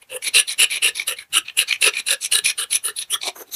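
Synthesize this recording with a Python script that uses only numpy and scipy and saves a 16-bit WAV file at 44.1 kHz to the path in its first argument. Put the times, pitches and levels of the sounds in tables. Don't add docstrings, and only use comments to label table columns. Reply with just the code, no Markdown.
import sys
import numpy as np
from scipy import signal
from scipy.fft import rfft, irfft
from scipy.io import wavfile
from scipy.ndimage import uniform_filter1d, minimum_filter1d

SR = 44100
rng = np.random.default_rng(int(sys.argv[2]) if len(sys.argv) > 2 else 0)


def ratio_of_db(decibels):
    return 10 ** (np.asarray(decibels, float) / 20)


def transcribe(u):
    v = np.clip(np.atleast_2d(u).T, -1, 1)
    q = np.round(v * 32767).astype(np.int16)
    wavfile.write(sys.argv[1], SR, q)


N = 156555

# freq_hz, level_db_per_hz
HUSH_SPECTRUM = [(25, -54), (55, -20.5), (152, -23.5), (243, -23), (359, -22.5), (2300, -23), (4420, -29.5),
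                 (15500, -28.5)]
# start_s, length_s, flex_level_db, pressure_change_db, flex_pitch_hz
PUSHES = [(.098, 0.066, -41.5, 6.5, 2780), (.345, 0.062, -17, -4, 2790), (.589, 0.051, -18.5, 1, 2770),
          (.826, 0.065, -17.5, -1, 2740), (1.075, 0.056, -24, -1, 2780), (1.332, 0.052, -19.5, 8, 2833),
          (1.577, 0.047, -21, -2, 2780), (1.815, 0.069, -19, 16.5, 2680), (2.068, 0.067, -26.5, 10.5, 2735),
          (2.32, 0.07, -23.5, -8.5, 2900), (2.582, 0.057, -30, -4.5, 3000), (2.841, 0.056, -33, -1.5, 2940),
          (3.106, 0.045, -26.5, 13, 3115)]
PULLS = [(.022, 0.003, -41.5, -3, 2320), (.222, 0.058, -32, 18, 2301), (.478, 0.054, -34.5, 6, 2275),
         (.702, 0.07, -27.5, 9.5, 2380), (.955, 0.074, -36.5, -7.5, 2324), (1.168, 0.058, -44, 2, 2200),
         (1.452, 0.044, -41, 6.5, 2530), (1.68, 0.072, -32, 2, 2370), (1.927, 0.07, -32.5, 14.5, 2395),
         (2.212, 0.049, -36, 11.5, 2460), (2.448, 0.061, -25.5, 0, 2380), (2.706, 0.059, -31.5, 17.5, 2430),
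         (2.965, 0.062, -44, 14.5, 2460), (3.212, 0.074, -37, 18, 2370)]
SLIDES = [
    (3.357, 0.065, -54, 3.5, 2460),
    (3.46, 0.035, -58, 2.9, 2500),
    (3.515, 0.049, -51.5, 19, 2370),
]
# thump_db, knock_db, tip_db, edge_db, thump_pitch_hz
PUSH_GRIPS = [(1.5, -2.5, -9.5, -2, 530), (-23.5, -12, -1, -5, 490), (-25, -16.5, -2.5, -5, 481),
              (-21, -15, -6, -11, 476), (-21, -9, -11.5, -5.5, 515), (-32.5, -8.5, -7, -6, 360),
              (-26, -10, -4, -2.5, 500), (-20, -7, -2, -4, 473), (-18.5, -6.5, 3.5, 1.5, 550),
              (-21, -9.5, 0.5, -3, 460), (-18.5, -2.5, -1, -2, 480), (-15.5, -3.5, -3.5, 3, 453),
              (-21, -13, -19.5, 0, 418)]
PULL_GRIPS = [(-17, -28, -16, -10, 510), (-24.5, -36.5, -7, -4, 410), (-32.5, -18.5, 0, -0.5, 2000),
              (-25.5, -26, -4, -8, 570), (-11.5, -36, -3, -3.5, 1800), (-22, -15, -5, -4.5, 1700),
              (-37, -16, -11, -31, 2000), (-34, -15.5, -7.5, -8, 280), (-25, -18.5, -11, -9.5, 240),
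              (-46, -24, -3.5, 0, 800), (-49, -23, -3, -3.5, 390), (-29, -21, -2, 3.5, 360),
              (-23, -21, 5, 9, 2200), (-4, -32, 3, -6, 710)]
SLIDE_GRIPS = [
    (11.5, 13, 4.7, 18, 440),
    (-1, -28, 1.9, 2.5, 340),
    (-7, -5, 22, 25, 120),
]
# knock_change_db, tip_change_db, edge_change_db, spine_re_tip_db
PUSH_TILTS = [(9.5, -16, 16.5, -6), (3, -7, 6, 4.5), (12.5, 3, 4, 9), (3, 2, -1, 8), (2, -18.5, -12, 12),
              (1, -7.5, -2.5, 6), (12.5, 8, -8.5, 2), (8, -7, -19.5, 1), (10.5, 4, -4.5, 6.5),
              (13.5, -2.5, 5, 2), (1, -7.5, -3.5, -4), (11, 11.5, -3.5, 4.5), (21, 4.5, -13, 27)]
PULL_TILTS = [(-2, 7, -8.5, 1), (6, 13, -4, 5), (3, -8, -5, 1.5), (0, -6.5, -8, -3), (8, -6.5, -6.5, 1.5),
              (18, -6, 5.5, -7), (8, -5, 1, -4), (-2, -19.5, -7, 3.5), (-2, 8.5, 8, 2.5), (0, -7, -8, 11),
              (12, -7.5, -5, 1), (-0.5, -12, -10.5, 1), (4, -10.5, -14.5, -5.5), (17, -4, 0.5, -1)]
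SLIDE_TILTS = [
    (-2.5, 5, 4.0, 15.5),
    (-14, 12.5, 9.0, 0.0),
    (13, 6.5, 5.0, 4.5),
]
PUSH_SHANKS = [-13, 1.5, 6.5, 4.5, -1.5, 7, 2.5, 4, 1.5, 1.5, -25, -38, -13]
PULL_SHANKS = [-1, 1.5, 5.5, 0.5, -9, -7, 16, -3.5, 2.5, 7, -2.5, -6, -10, 8]
# freq_hz, width_hz, level_db (freq_hz below 2: ratio to the stroke's pitch_hz)
PUSH_RINGS = [
    [(0.963, 73, 5), (962, 110, -8.5), (345, 160, -16.5)],
    [(0.9975, 302, 2), (2200, 530, -19)],
    [(1713, 116, 0), (1318, 142, -6)],
    [(3876, 370, -0.5), (4620, 1500, -8)],
    [(9620, 900, 6), (10560, 400, 1), (11960, 1500, -5.5), (14100, 2000, -50)],
    [(5726, 340, -14.5)],
    [(7610, 440, -8)],
]
PULL_RINGS = [
    [(1.024, 150, 2), (380, 90, -6), (983, 260, -1.5)],
    [(1.006, 222, 3), (2980, 330, -5.5)],
    [(1752, 110, 6.5), (1310, 370, 1.5)],
    [(3727, 540, 5.2), (4148, 310, 4.34)],
    [(10290, 790, 7.5), (12800, 630, -10.5), (13900, 1500, -81)],
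    [(5804, 740, 0.87)],
    [(8300, 1300, -2)],
]
SLIDE_RINGS = [
    [(0.96, 160, 1.5), (820, 760, -4)],
    [(1, 2400, 0.0046)],
    [(1100, 730, 0)],
    [(3900, 350, -3)],
    [(8930, 1900, -9.5), (11900, 780, -2), (13500, 700, -9)],
    [(6160, 300, -8)],
    [],
]
# time_s, extra_force_db
CATCHES = [(.127, 6.5), (0.142, 8.5), (.168, 15), (0.224, 21.5), (0.246, 9), (.348, 7.5), (0.384, 7.5),
           (.399, 16.5), (.508, 5), (.528, -9.5), (.543, 9), (0.598, 6), (.616, 5.5), (0.63, 6.5),
           (0.643, 15), (.709, 2.5), (.721, 7), (0.764, -7.5), (.963, -11.5), (0.997, 20), (1.018, 8),
           (1.077, 1.5), (1.096, 7), (1.123, 3), (1.188, 13.5), (1.358, -0.5), (1.382, 6), (1.483, 19.5),
           (1.498, 16.5), (1.582, -9), (1.59, 11.5), (1.711, 9), (1.726, 16.5), (1.747, -4), (1.76, 10.5),
           (1.826, 15), (1.844, 17.5), (1.855, -8), (1.937, 17.5), (1.969, 12), (1.991, -2.5),
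           (2.085, 12.5), (2.107, 10), (2.125, -4), (2.239, 6), (2.326, 2.5), (2.333, 1.5), (2.355, 11.5),
           (2.388, 17.5), (2.464, 0.5), (2.501, 3), (2.6, 3.5), (2.639, 15), (2.729, 17), (2.883, 11.5),
           (2.988, 21), (3.109, 1), (3.135, 11.5), (3.215, 11), (3.232, 19.5)]
CATCH_SHARES = (.3, 1, .4, .8, .35, .4, .4)

HUSH_DB, HUSH_S, HUSH_FOLLOW = -52, 0.054, 0.14
RUMBLE_DB, RUMBLE_HZ, RUMBLE_S, RUMBLE_FOLLOW = -68, 93, 0.081, 0.15
RUMBLE_SWELL_S, RUMBLE_SWELL_DB = 0.05, 7
WHINE_HZ, WHINE_DB, WHINE_ROOT_DB = 799.5, -89, -76
ROOM_DB, ROOM_T60_S, ROOM_HZ = -18, 0.13, 4500
LAND_DB_PER_S, CREEP_DB, CREEP_DB_PER_S = 2202.5, -28, 711
LIFT_DB_PER_S, DRAG_DB, DRAG_DB_PER_S = 1210.5, -38.5, 467.5
ROUND_S = 0.015
GRAINS_PER_S, GRAIN_SPREAD_DB = 10000, 2.7
CLUMP_S, CLUMP_DB = 0.0026, 1.5
PART_CLUMP_S, PART_CLUMP_DB = 0.006, 2.6
CATCH_RISE_S, CATCH_FALL_S = 0.002, 0.0036
RASP_DB, RASP_HZ, RASP_WIDTH_HZ = -14, 5000, 7000
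BENT_HZ, BENT_RISE = 2935, 3.5
EDGE_EXTRA_STEEP, THUMP_LEAN_DB = 0.24, 6
DETUNE, RING_SCATTER_DB = 0.018, 2.97
WANDER, WANDER_S, TIP_SAG = 0.011, 0.025, 0.05


def evened(x):
    return x / np.sqrt(np.mean(x ** 2) + 1e-20)


def lumps(count, seconds):
    wide = max(round(seconds * SR), 2)
    once = uniform_filter1d(rng.standard_normal(count), wide)
    return evened(uniform_filter1d(once, wide))


def resonate(x, hz, width_hz):
    turn = np.exp(2j * np.pi * np.cumsum(hz * np.ones(len(x))) / SR)
    r = np.exp(-np.pi * 1.55 * width_hz / SR)
    gain = np.sqrt(2 * (1 - r * r) ** 3 / (1 + r * r))
    return (turn * signal.lfilter([gain], [1, -2 * r, r * r], x / turn)).real


def add(mix, start_s, sound):
    at = round(start_s * SR)
    part = mix[max(at, 0):max(at + len(sound), 0)]
    part += sound[max(-at, 0):][:len(part)]


def following(x, seconds, share):
    power = uniform_filter1d(x ** 2, round(seconds * SR)).clip(0)
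    return (power / np.mean(x ** 2) + 1e-5) ** share


def hush(x):
    hz = np.fft.rfftfreq(N, 1 / SR)
    table_hz, table_db = np.transpose(HUSH_SPECTRUM)
    shape = ratio_of_db(np.interp(np.log(hz + 1), np.log(table_hz), table_db))
    noise = irfft(rfft(rng.standard_normal(N)) * shape, N)
    return ratio_of_db(HUSH_DB) * following(x, HUSH_S, HUSH_FOLLOW) * evened(noise)


def whine():
    phase = 2 * np.pi * WHINE_HZ * np.arange(N) / SR
    harmonics = sum(np.sin(k * phase + k * k) for k in range(4, 13))
    return ratio_of_db(WHINE_DB) * harmonics + ratio_of_db(WHINE_ROOT_DB) * np.sin(phase)


def rumble(x):
    shake = following(x, RUMBLE_S, RUMBLE_FOLLOW) * ratio_of_db(RUMBLE_SWELL_DB * lumps(N, RUMBLE_SWELL_S))
    return ratio_of_db(RUMBLE_DB) * evened(shake * resonate(rng.standard_normal(N), RUMBLE_HZ, 110))


def room(x):
    t = np.arange(SR // 3) / SR
    tail = signal.lfilter(*signal.butter(2, ROOM_HZ, fs=SR), rng.standard_normal(len(t)))
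    tail = tail * ratio_of_db(-60 * t / ROOM_T60_S) * (t > 0.004)
    return ratio_of_db(ROOM_DB) * signal.fftconvolve(x, tail / np.linalg.norm(tail))[:N]


def catches(t):
    near = [c for c in CATCHES if t[0] < c[0] < t[-1]] or [(0, 0)]
    s, db = np.transpose(near)[:, :, None]
    distance = np.maximum((s - t) / CATCH_RISE_S, (t - s) / CATCH_FALL_S).clip(0, 9)
    return (db * np.exp(-distance ** 2)).sum(0)


def stroke_speed_db(t, length_s, lean_db, along):
    early, late = np.maximum(-t, 0), np.maximum(t - length_s, 0)
    land = np.maximum(-LAND_DB_PER_S * early, CREEP_DB - CREEP_DB_PER_S * early)
    lift = np.maximum(-LIFT_DB_PER_S * late, DRAG_DB - DRAG_DB_PER_S * late)
    return uniform_filter1d(land + lift + lean_db * along, round(ROUND_S * SR))


def tearing_fibres(count):
    chance, strength, sign, rub = rng.random((4, count))
    sizes = ratio_of_db(-GRAIN_SPREAD_DB * np.log(strength + 0.017))
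    grains = (chance < GRAINS_PER_S / SR) * sizes * np.sign(sign - 0.5)
    return evened(evened(grains) + evened(rub - 0.5))


def stroke(start_s, length_s, level_db, lean_db, flex_hz, grip, tilt, shank_db, rings):
    t = np.arange(-0.07, 0.2, 1 / SR)
    count = len(t)
    along = np.clip(t / length_s, 0, 1) - 0.5
    speed_db = stroke_speed_db(t, length_s, lean_db, along)
    snag_db = catches(start_s + t)
    force = ratio_of_db(level_db + speed_db + CLUMP_DB * lumps(count, CLUMP_S))
    fibres = tearing_fibres(count)

    thump_db, knock_db, tip_db, edge_db, thump_hz = grip
    knock_tilt_db, tip_tilt_db, edge_tilt_db, spine_re_tip_db = tilt
    spine_db = tip_db + spine_re_tip_db
    tip_db = tip_db + tip_tilt_db * along
    edge_db = edge_db + edge_tilt_db * along + EDGE_EXTRA_STEEP * np.minimum(speed_db, 0)
    rasp = fibres * force * ratio_of_db(RASP_DB + (tip_db + edge_db) / 2)
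    out = resonate(rasp, RASP_HZ, RASP_WIDTH_HZ)

    levels_db = (thump_db + THUMP_LEAN_DB * along, 0, knock_db + knock_tilt_db * along,
                 tip_db, edge_db, spine_db, edge_db + shank_db)
    bent_hz = flex_hz * (1 + BENT_RISE * max(flex_hz / BENT_HZ - 1, 0) * along)
    pitches_hz = (thump_hz, bent_hz, 1, 1, 1, 1, 1)
    sags = (0, 0, 0, TIP_SAG, 0, 0, 0)
    for db, pitch_hz, sag, share, part in zip(levels_db, pitches_hz, sags, CATCH_SHARES, rings):
        for hz, width_hz, ring_db in part:
            if hz < 2:
                ring_hz = hz * pitch_hz
            else:
                drift = DETUNE * rng.standard_normal() + WANDER * lumps(count, WANDER_S)
                ring_hz = hz * (1 - sag * along + drift)
            own_fibres = np.roll(fibres, rng.integers(count))
            chatter_db = PART_CLUMP_DB * lumps(count, PART_CLUMP_S)
            push = own_fibres * force * ratio_of_db(db + share * snag_db + chatter_db)
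            scatter_db = RING_SCATTER_DB * 2 * (rng.random() - 1.09)
            out = out + ratio_of_db(ring_db + scatter_db) * resonate(push, ring_hz, width_hz)
    return start_s + t[0], out


def blade():
    out = np.zeros(N)
    kinds = ((PUSHES, PUSH_GRIPS, PUSH_TILTS, PUSH_SHANKS, PUSH_RINGS),
             (PULLS, PULL_GRIPS, PULL_TILTS, PULL_SHANKS, PULL_RINGS),
             (SLIDES, SLIDE_GRIPS, SLIDE_TILTS, np.zeros(len(SLIDES)), SLIDE_RINGS))
    for rows, grips, tilts, shanks, rings in kinds:
        for row, grip, tilt, shank_db in zip(rows, grips, tilts, shanks):
            add(out, *stroke(*row, grip, tilt, shank_db, rings))
    return signal.sosfilt(signal.butter(4, 280, "high", fs=SR, output="sos"), out)


def scene():
    x = blade()
    return (x + room(x) + hush(x) + rumble(x) + whine())[None]


def band_limit(x):
    return signal.sosfilt(signal.butter(12, 15850, fs=SR, output="sos"), x)


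def record(dry):
    ceiling, top_hz = 0.9, 15400
    needed = ceiling / np.maximum(abs(dry), ceiling)
    gain = uniform_filter1d(minimum_filter1d(needed, 129), 128)
    lowpass = signal.firwin(255, top_hz, window=("kaiser", 9), fs=SR)
    mix = signal.oaconvolve(dry * gain, lowpass[None], "same")
    return band_limit(mix)


dry = scene()
out = record(dry)
transcribe(out)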